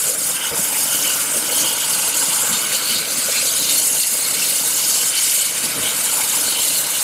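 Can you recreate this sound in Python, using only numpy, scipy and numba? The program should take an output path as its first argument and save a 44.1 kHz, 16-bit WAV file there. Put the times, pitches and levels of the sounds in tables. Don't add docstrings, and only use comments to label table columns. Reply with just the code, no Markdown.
import sys
import numpy as np
from scipy import signal
from scipy.fft import rfft, irfft, next_fast_len
from scipy.io import wavfile
from scipy.ndimage import uniform_filter1d, map_coordinates
from numba import njit

SR = 44100
rng = np.random.default_rng(int(sys.argv[2]) if len(sys.argv) > 2 else 0)


def transcribe(signal):
    frames = np.atleast_2d(signal).T
    limited = np.clip(frames, -1, 1)
    pcm = np.round(limited * 32767).astype(np.int16)
    wavfile.write(sys.argv[1], SR, pcm)


N = 310023
TIME = np.arange(N) / SR
SPUTTER_PER_S = 28


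def jet():
    # (time [s], level [dB])
    hissing = [(0.0, -20.5), (.35, -22.5), (.8, -21), (1.0, -23), (1.75, -22.5), (2.02, -19.5),
               (2.45, -20.5), (3.1, -25.5), (3.35, -19), (3.62, -22.5), (3.76, -19), (3.99, -19),
               (4.07, -19.5), (4.27, -22), (4.5, -19.5), (4.8, -21.5), (5.35, -18.5), (5.62, -24),
               (5.92, -18.5), (6.12, -21), (6.7, -19.4), (7.03, -20.5)]
    # (time [s], top gain [dB], low edge gain [dB])
    mist = [(0.01, 0, -2.5), (0.43, 1, -0.5), (0.67, 5, -3), (1.05, 5.5, 5.5), (1.27, 4, 1.5),
            (1.68, 3, 1.5), (2.11, -2, -1), (2.5, 1, -1), (3.08, 4, 5.5), (3.4, -2, 1.5), (3.72, 3, 4),
            (3.92, 0.5, -5), (4.43, 2, -2), (4.84, 2, 4.5), (5.4, -3, -3.5), (5.89, 1, -1.5),
            (7.03, 2.5, -1)]
    # (centre time [s], duration [s], gain [dB])
    lurches = [(0.17, 0.023, -5), (0.286, 0.038, 1), (0.414, 0.076, -6), (0.524, 0.054, -6.5),
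               (0.578, 0.051, 2), (0.705, 0.049, -3), (.83, .04, 2), (1.206, 0.037, 2), (1.272, 0.05, -5),
               (1.44, 0.05, -3.5), (1.612, 0.073, 2.5), (1.774, .08, -1.5), (2.09, 0.04, 3),
               (2.126, 0.027, -4.5), (2.446, .03, -3.5), (2.675, .06, -1.5), (2.73, 0.045, 2),
               (2.824, 0.064, -4.5), (3.036, 0.06, -5), (4.05, 0.029, -4.5), (4.146, 0.024, 3),
               (4.624, 0.065, -3), (5.02, 0.19, 2), (5.135, 0.059, -6), (5.41, .05, 3), (5.59, 0.023, 1),
               (5.653, 0.034, 5), (5.773, 0.1, -5), (5.947, .05, -5), (6.552, 0.034, -5),
               (6.843, 0.052, -5.5)]
    # (frequency [Hz], level [dB])
    spectrum = [(2500, -23), (4200, -8.5), (5000, -4.5), (5650, -7), (6700, 0), (9400, 1), (12000, -3.5),
                (13000, -9), (14500, -8.5), (15700, -17.5)]
    (hiss_db,), (mist_db, coarse_db) = curves(hissing), curves(mist)
    hiss_db = hiss_db + sum(db * bell(s, length_s) for s, length_s, db in lurches)
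    hiss_db = hiss_db + 0.85 * walk(SPUTTER_PER_S)
    spray = rng.standard_normal(N) + undb(-10) * drops(rate=6000, spread_db=3.0)
    hiss = colour(eddies(spray, depth_db=3.5, life_s=.010, width_hz=260), spectrum)
    top = signal.sosfiltfilt(signal.butter(2, 11000, "high", fs=SR, output="sos"), hiss)
    low_edge = signal.sosfiltfilt(signal.butter(4, 6200, fs=SR, output="sos"), hiss)
    tilted = hiss + top * (undb(mist_db) - 1) + low_edge * (undb(coarse_db) - 1)
    return tilted * undb(hiss_db + 0.5)


def slot():
    # (time [s], level [dB])
    rasping = [(0.0, -41), (.2, -41), (.5, -38.5), (1.6, -38), (2.8, -36), (3.5, -36.5), (3.95, -39.5),
               (4.4, -33.5), (4.75, -40.5), (5.3, -34.5), (6.2, -34.5), (7.03, -37.5)]
    # (frequency [Hz], level [dB])
    spectrum = [(1200, -12), (1880, -0.5), (2240, 5), (2520, 1.5), (2750, 4), (3300, -5.5), (3720, 2),
                (4000, -27), (5000, -4.5), (6500, -4), (10000, -33)]
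    # (centre time [s], duration [s], level [dB])
    spits = [(.76, 0.045, -26.5), (2.73, 0.05, -29), (2.92, 0.066, -29), (3.35, 0.12, -25.5),
             (3.73, 0.093, -30), (5.18, 0.058, -28.5), (5.575, 0.02, -28.5), (5.85, 0.048, -32),
             (6.22, 0.044, -30)]
    # (time [s], lower frequency [Hz], upper frequency [Hz])
    pitches = [(0, 3060, 4900), (.9, 3020, 4900), (1.09, 2910, 4830), (1.35, 2980, 4950),
               (1.56, 3080, 4500), (1.84, 3060, 4600), (2.12, 2870, 4440), (2.35, 3120, 4350),
               (2.65, 2880, 4380), (3.485, 3050, 4300), (3.505, 3080, 3700), (3.59, 2960, 4100),
               (3.71, 2900, 4140), (3.77, 2940, 4350), (5.9, 3020, 4340), (7.03, 2930, 4000)]
    # (time [s], lower level [dB], upper level [dB])
    ringing = [(0, -42, -40), (.6, -38.5, -37.5), (1.3, -39, -39), (1.95, -33, -35.5), (2.2, -35.5, -34),
               (2.65, -34, -34.5), (3.12, -44, -32.5), (3.7, -33, -36), (3.93, -34.5, -34),
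               (4.2, -42.5, -30), (5.0, -34.5, -36.5), (5.4, -33, -33.5), (5.6, -40.5, -35.5),
               (6.1, -35.5, -33), (6.35, -38, -36.5), (6.6, -30, -29), (7.03, -42, -32)]
    # (centre time [s], duration [s], level [dB], mode name)
    whistles = [(0.443, 0.093, -28.5, "lower"), (0.937, 0.11, -29.5, "lower"),
                (1.092, 0.078, -25.5, "lower"), (1.55, 0.12, -30.5, "lower"), (1.6, 0.045, -27, "upper"),
                (1.675, 0.082, -26.5, "lower"), (1.837, 0.02, -26, "lower"),
                (2.553, 0.039, -27.5, "middle"), (2.56, .05, -29, "upper"), (2.752, 0.072, -27.5, "upper"),
                (2.877, 0.075, -26.5, "upper"), (2.92, 0.082, -28.5, "lower"), (2.964, 0.061, -25, "upper"),
                (2.965, 0.044, -29, "middle"), (3.116, 0.028, -26.5, "upper"),
                (3.384, 0.047, -22.5, "upper"), (3.49, .03, -26, "upper"), (3.6, 0.08, -26.5, "upper"),
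                (3.69, 0.042, -27, "upper"), (3.705, 0.064, -28, "middle"), (3.77, 0.09, -26, "upper"),
                (4.417, 0.13, -32, "lower"), (5.005, 0.036, -27.5, "lower"), (5.175, 0.044, -28, "lower"),
                (5.18, .04, -25, "upper"), (5.87, 0.082, -28, "lower"), (5.895, .05, -31, "middle"),
                (6.305, 0.036, -32, "middle"), (6.49, 0.05, -26, "upper"), (6.584, 0.075, -29, "lower"),
                (6.947, 0.053, -29.5, "lower")]
    (rasp_db,), (lower_db, upper_db) = curves(rasping), curves(ringing)
    (lower_hz, upper_hz), middle_hz = curves(pitches), steady(3700)
    feed = walk(SPUTTER_PER_S)
    grit = rng.standard_normal(N) + undb(-7.5) * drops(rate=2500, spread_db=1.5)
    rasp = colour(eddies(grit, depth_db=2.5, life_s=.014, width_hz=247), spectrum)
    out = rasp * np.hypot(undb(rasp_db + 2.5 + 0.44 * feed), swells(spits))
    lower = breathy_tone(lower_hz, width_hz=480, wander=0.02, sputter_db=3.0)
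    upper = breathy_tone(upper_hz, width_hz=990, wander=0.038, sputter_db=2.5)
    middle = breathy_tone(middle_hz, width_hz=300, wander=0.014, sputter_db=5.5)
    out += (lower * undb(lower_db) + upper * undb(upper_db)) * undb(1.26 * feed)
    out += middle * undb(rasp_db - 8)
    modes = (("lower", lower_hz, 390), ("middle", middle_hz, 300), ("upper", upper_hz, 740))
    for name, hz, width_hz in modes:
        whistle = breathy_tone(hz, width_hz, wander=0.014, sputter_db=1.0)
        out += whistle * swells([row for *row, mode in whistles if mode == name])
    return out


def sizzles(width_hz, wander):
    # (centre time [s], duration [s], level [dB], frequency [Hz])
    glances = [(.16, 0.37, -29, 9470), (1.34, 0.13, -24.5, 8700), (1.608, 0.054, -26, 6000),
               (2.48, 0.24, -25.5, 7360), (3.877, 0.41, -28, 6700), (3.88, 0.32, -25.5, 10700),
               (4.417, 0.098, -26, 5330), (4.97, 0.2, -32, 5400), (5.0, 0.22, -28, 7650),
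               (5.23, 0.14, -29, 5270)]
    return sum(breathy_tone(steady(hz), width_hz, wander, sputter_db=2.0) * undb(db) * bell(s, length_s)
               for s, length_s, db, hz in glances)


def water():
    # (time [s], wash level [dB], hollow ring level [dB])
    washing = [(0, -36, -59), (.22, -40.5, -46), (.4, -34, -39), (.76, -36.5, -34), (1.25, -33, -44),
               (1.78, -35.5, -35), (2.52, -31, -35.5), (3.05, -36, -61), (3.35, -34.5, -52),
               (3.95, -40, -41), (4.07, -44, -46), (4.25, -38.5, -44), (5.0, -36.5, -41), (5.45, -39, -47),
               (5.8, -34, -42), (6.35, -36, -35.5), (6.64, -39, -41.5), (7.03, -34, -38)]
    # (frequency [Hz], level [dB])
    wash_spectrum = [(400, -29), (745, -11.5), (860, -8), (1080, -2), (1300, 0), (1500, 5.5), (1660, -.5),
                     (1780, -3.5), (2600, -4), (6000, -32)]
    # (time [s], level [dB])
    churning = [(0, -39), (.4, -41.5), (.55, -38), (1.45, -38), (1.6, -33.5), (1.75, -38), (3.4, -38),
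                (3.75, -36), (3.85, -40.5), (3.99, -39.5), (4.03, -47), (4.1, -41.5), (4.15, -38.5),
                (5.1, -39.5), (5.42, -43.5), (5.76, -35), (6.0, -39), (6.75, -38), (7.03, -42.5)]
    # (frequency [Hz], level [dB])
    churn_spectrum = [(25, -45), (60, -14.5), (110, -8), (150, -1.5), (255, -2), (290, 1.5), (340, -3.5),
                      (400, -9), (445, 0.5), (540, 1), (650, 0.5), (730, -5), (1500, -11.5)]
    (wash_db, hollow_db), (churn_db,) = curves(washing), curves(churning)
    splash = rng.standard_normal(N) + undb(-6.0) * drops(rate=900, spread_db=1.5)
    wash = colour(eddies(splash, depth_db=2.0, life_s=.016, width_hz=163.4), wash_spectrum)
    hollow = breathy_tone(steady(900), width_hz=227, wander=0.033, sputter_db=4.0)
    boil = rng.standard_normal(N) + undb(-3.5) * drops(rate=300, spread_db=2.0)
    churn = colour(eddies(boil, depth_db=1.5, life_s=.02, width_hz=150), churn_spectrum)
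    return wash * undb(wash_db + 0.6) + hollow * undb(hollow_db - 2.5) + churn * undb(churn_db + 1.5)


def gulps(width_hz, swell_s):
    # (time [s], level [dB], frequency [Hz], decay time [s])
    pockets = [(0.053, -31, 514, 0.084), (.508, -31, 100, 0.02), (.509, -30, 490, 0.05),
               (.575, -30, 175, 0.033), (1.34, -29, 540, 0.047), (1.352, -29, 278, 0.032),
               (1.514, -25, 544, 0.019), (2.486, -31.5, 200, 0.072), (2.729, -28, 510, 0.016),
               (2.893, -30, 233, 0.029), (2.949, -36, 175, 0.033), (3.175, -29, 200, 0.02),
               (3.281, -21, 560, 0.017), (3.425, -33.5, 513, 0.04), (5.629, -31.5, 249, 0.026),
               (5.753, -33, 208, 0.057), (5.771, -34, 530, 0.034), (5.805, -35, 110, 0.024)]
    out = np.zeros(N)
    age = TIME[:SR // 4]
    for s, db, hz, decay_s in pockets:
        bubbles = rng.standard_normal(len(age))
        for _ in range(2):
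            bubbles = resonate(bubbles, steady(hz), float(width_hz))
        envelope = (1 - np.exp(-age / swell_s)) * np.exp(-(age / decay_s) ** 2)
        burble = bubbles * envelope
        burble *= np.sqrt(np.sum(envelope ** 2) / np.sum(burble ** 2))
        start = int(s * SR)
        out[start:start + len(age)] += undb(db) * burble[:N - start]
    return out


def reflections(x, lag_s, echo_db, drift, count):
    out = x
    for k in range(count):
        delay_s = (k + 1) * lag_s * (1 + drift * walk(1.5))
        out = out + undb(echo_db) * np.interp(TIME - delay_s, TIME, x)
    return out / np.sqrt(1 + count * undb(echo_db) ** 2)


def plate_gap(x):
    # (frequency [Hz], bandwidth [Hz], gain [dB])
    bands = [(730, 106, -5.5), (1787, 280, -6.5), (3300, 160, 2.5), (3830, 130, -1.5), (5440, 540, -2.5)]
    # (time [s], open share [0-1])
    gap = [(0, 0.4), (1.6, .5), (2.1, 1), (3.65, .9), (3.9, 0), (4.3, 0.4), (6.6, .6)]
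    (openness,) = curves(gap)
    for hz, width_hz, db in bands:
        x = x + (undb(db * openness) - 1) * resonate(x, steady(hz), float(width_hz))
    return x


def workshop(x, t60_s, wet_db):
    age = TIME[:SR // 2]
    tail = rng.standard_normal(len(age)) * np.exp(-np.log(1000) * age / t60_s) * (age > .004)
    return x + undb(wet_db) * signal.fftconvolve(x, tail / np.linalg.norm(tail))[:N]


def breathy_tone(hz, width_hz, wander, sputter_db):
    centre_hz = hz * (1 + wander * walk(90))
    tone = rng.standard_normal(N)
    for _ in range(2):
        tone = resonate(tone, centre_hz, float(width_hz))
    held = tone / np.sqrt(uniform_filter1d(tone ** 2, size=900) + 1e-9)
    return unit(held * undb(sputter_db * walk(110)))


@njit
def resonate(x, hz, width_hz):
    out, band_state, low_state = np.empty(len(x)), 0., 0.
    for i in range(len(x)):
        tuning, damping = np.tan(np.pi * hz[i] / SR), width_hz / hz[i]
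        band = (band_state + tuning * (x[i] - low_state)) / (1 + tuning * (tuning + damping))
        band_state = 2 * band - band_state
        low_state += 2 * tuning * band
        out[i] = damping * band
    return out


def eddies(x, depth_db, life_s, width_hz):
    hz, s, frames = signal.stft(x, SR, nperseg=512)
    place = np.meshgrid(hz / width_hz, s / life_s, indexing="ij")
    field = map_coordinates(rng.standard_normal((128, 1024)), place, order=1, mode="wrap")
    return unit(signal.istft(frames * undb(depth_db * unit(field)), SR)[1][:N])


def drops(rate, spread_db):
    hit = rng.random(N) < rate / SR
    return unit(hit * rng.standard_normal(N) * undb(spread_db * np.minimum(rng.exponential(size=N), 5)))


def colour(x, points):
    hz, db = np.transpose(points)
    size = next_fast_len(N)
    bin_hz = np.fft.rfftfreq(size, 1 / SR) + 1
    octaves_outside = np.abs(np.log2(bin_hz / np.clip(bin_hz, hz[0], hz[-1])))
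    gain_db = np.interp(np.log(bin_hz), np.log(hz), db) - 20 * octaves_outside
    return unit(irfft(rfft(x, size) * undb(gain_db), size)[:N])


def walk(rate):
    steps = rng.standard_normal(8192)
    return unit(np.interp(TIME * rate, np.arange(len(steps)), steps))


def bell(middle_s, length_s):
    return .5 ** np.minimum((2 * (TIME - middle_s) / length_s) ** 2, 40)


def swells(events):
    return sum(undb(db) * bell(s, length_s) for s, length_s, db in events)


def curves(table):
    s, *columns = np.transpose(table)
    return [np.interp(TIME, s, column) for column in columns]


def steady(hz):
    return np.full(N, float(hz))


def undb(db):
    return 10 ** (np.asarray(db) / 20)


def unit(x):
    return x / np.sqrt(np.mean(x ** 2))


def scene():
    flutter = undb(0.47 * walk(70) + 0.68 * walk(150))
    cutting = flutter * (jet() + slot() + sizzles(width_hz=1440, wander=0.0093))
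    combed = reflections(cutting, lag_s=.00133, echo_db=-17.5, drift=0.0457, count=3)
    bursts = workshop(gulps(width_hz=133, swell_s=0.0066), t60_s=0.2, wet_db=-19.0)
    mono = plate_gap(combed + water() + bursts)
    return np.array([mono, mono])


def record(dry):
    ceiling_db, top_hz = -7.9, 15600
    driven = dry * undb(1.5)
    rounded = driven / (1 + (driven / undb(ceiling_db)) ** 4) ** .25
    return signal.sosfilt(signal.ellip(12, .1, 90, top_hz, fs=SR, output="sos"), rounded)


dry = scene()
out = record(dry)
transcribe(out)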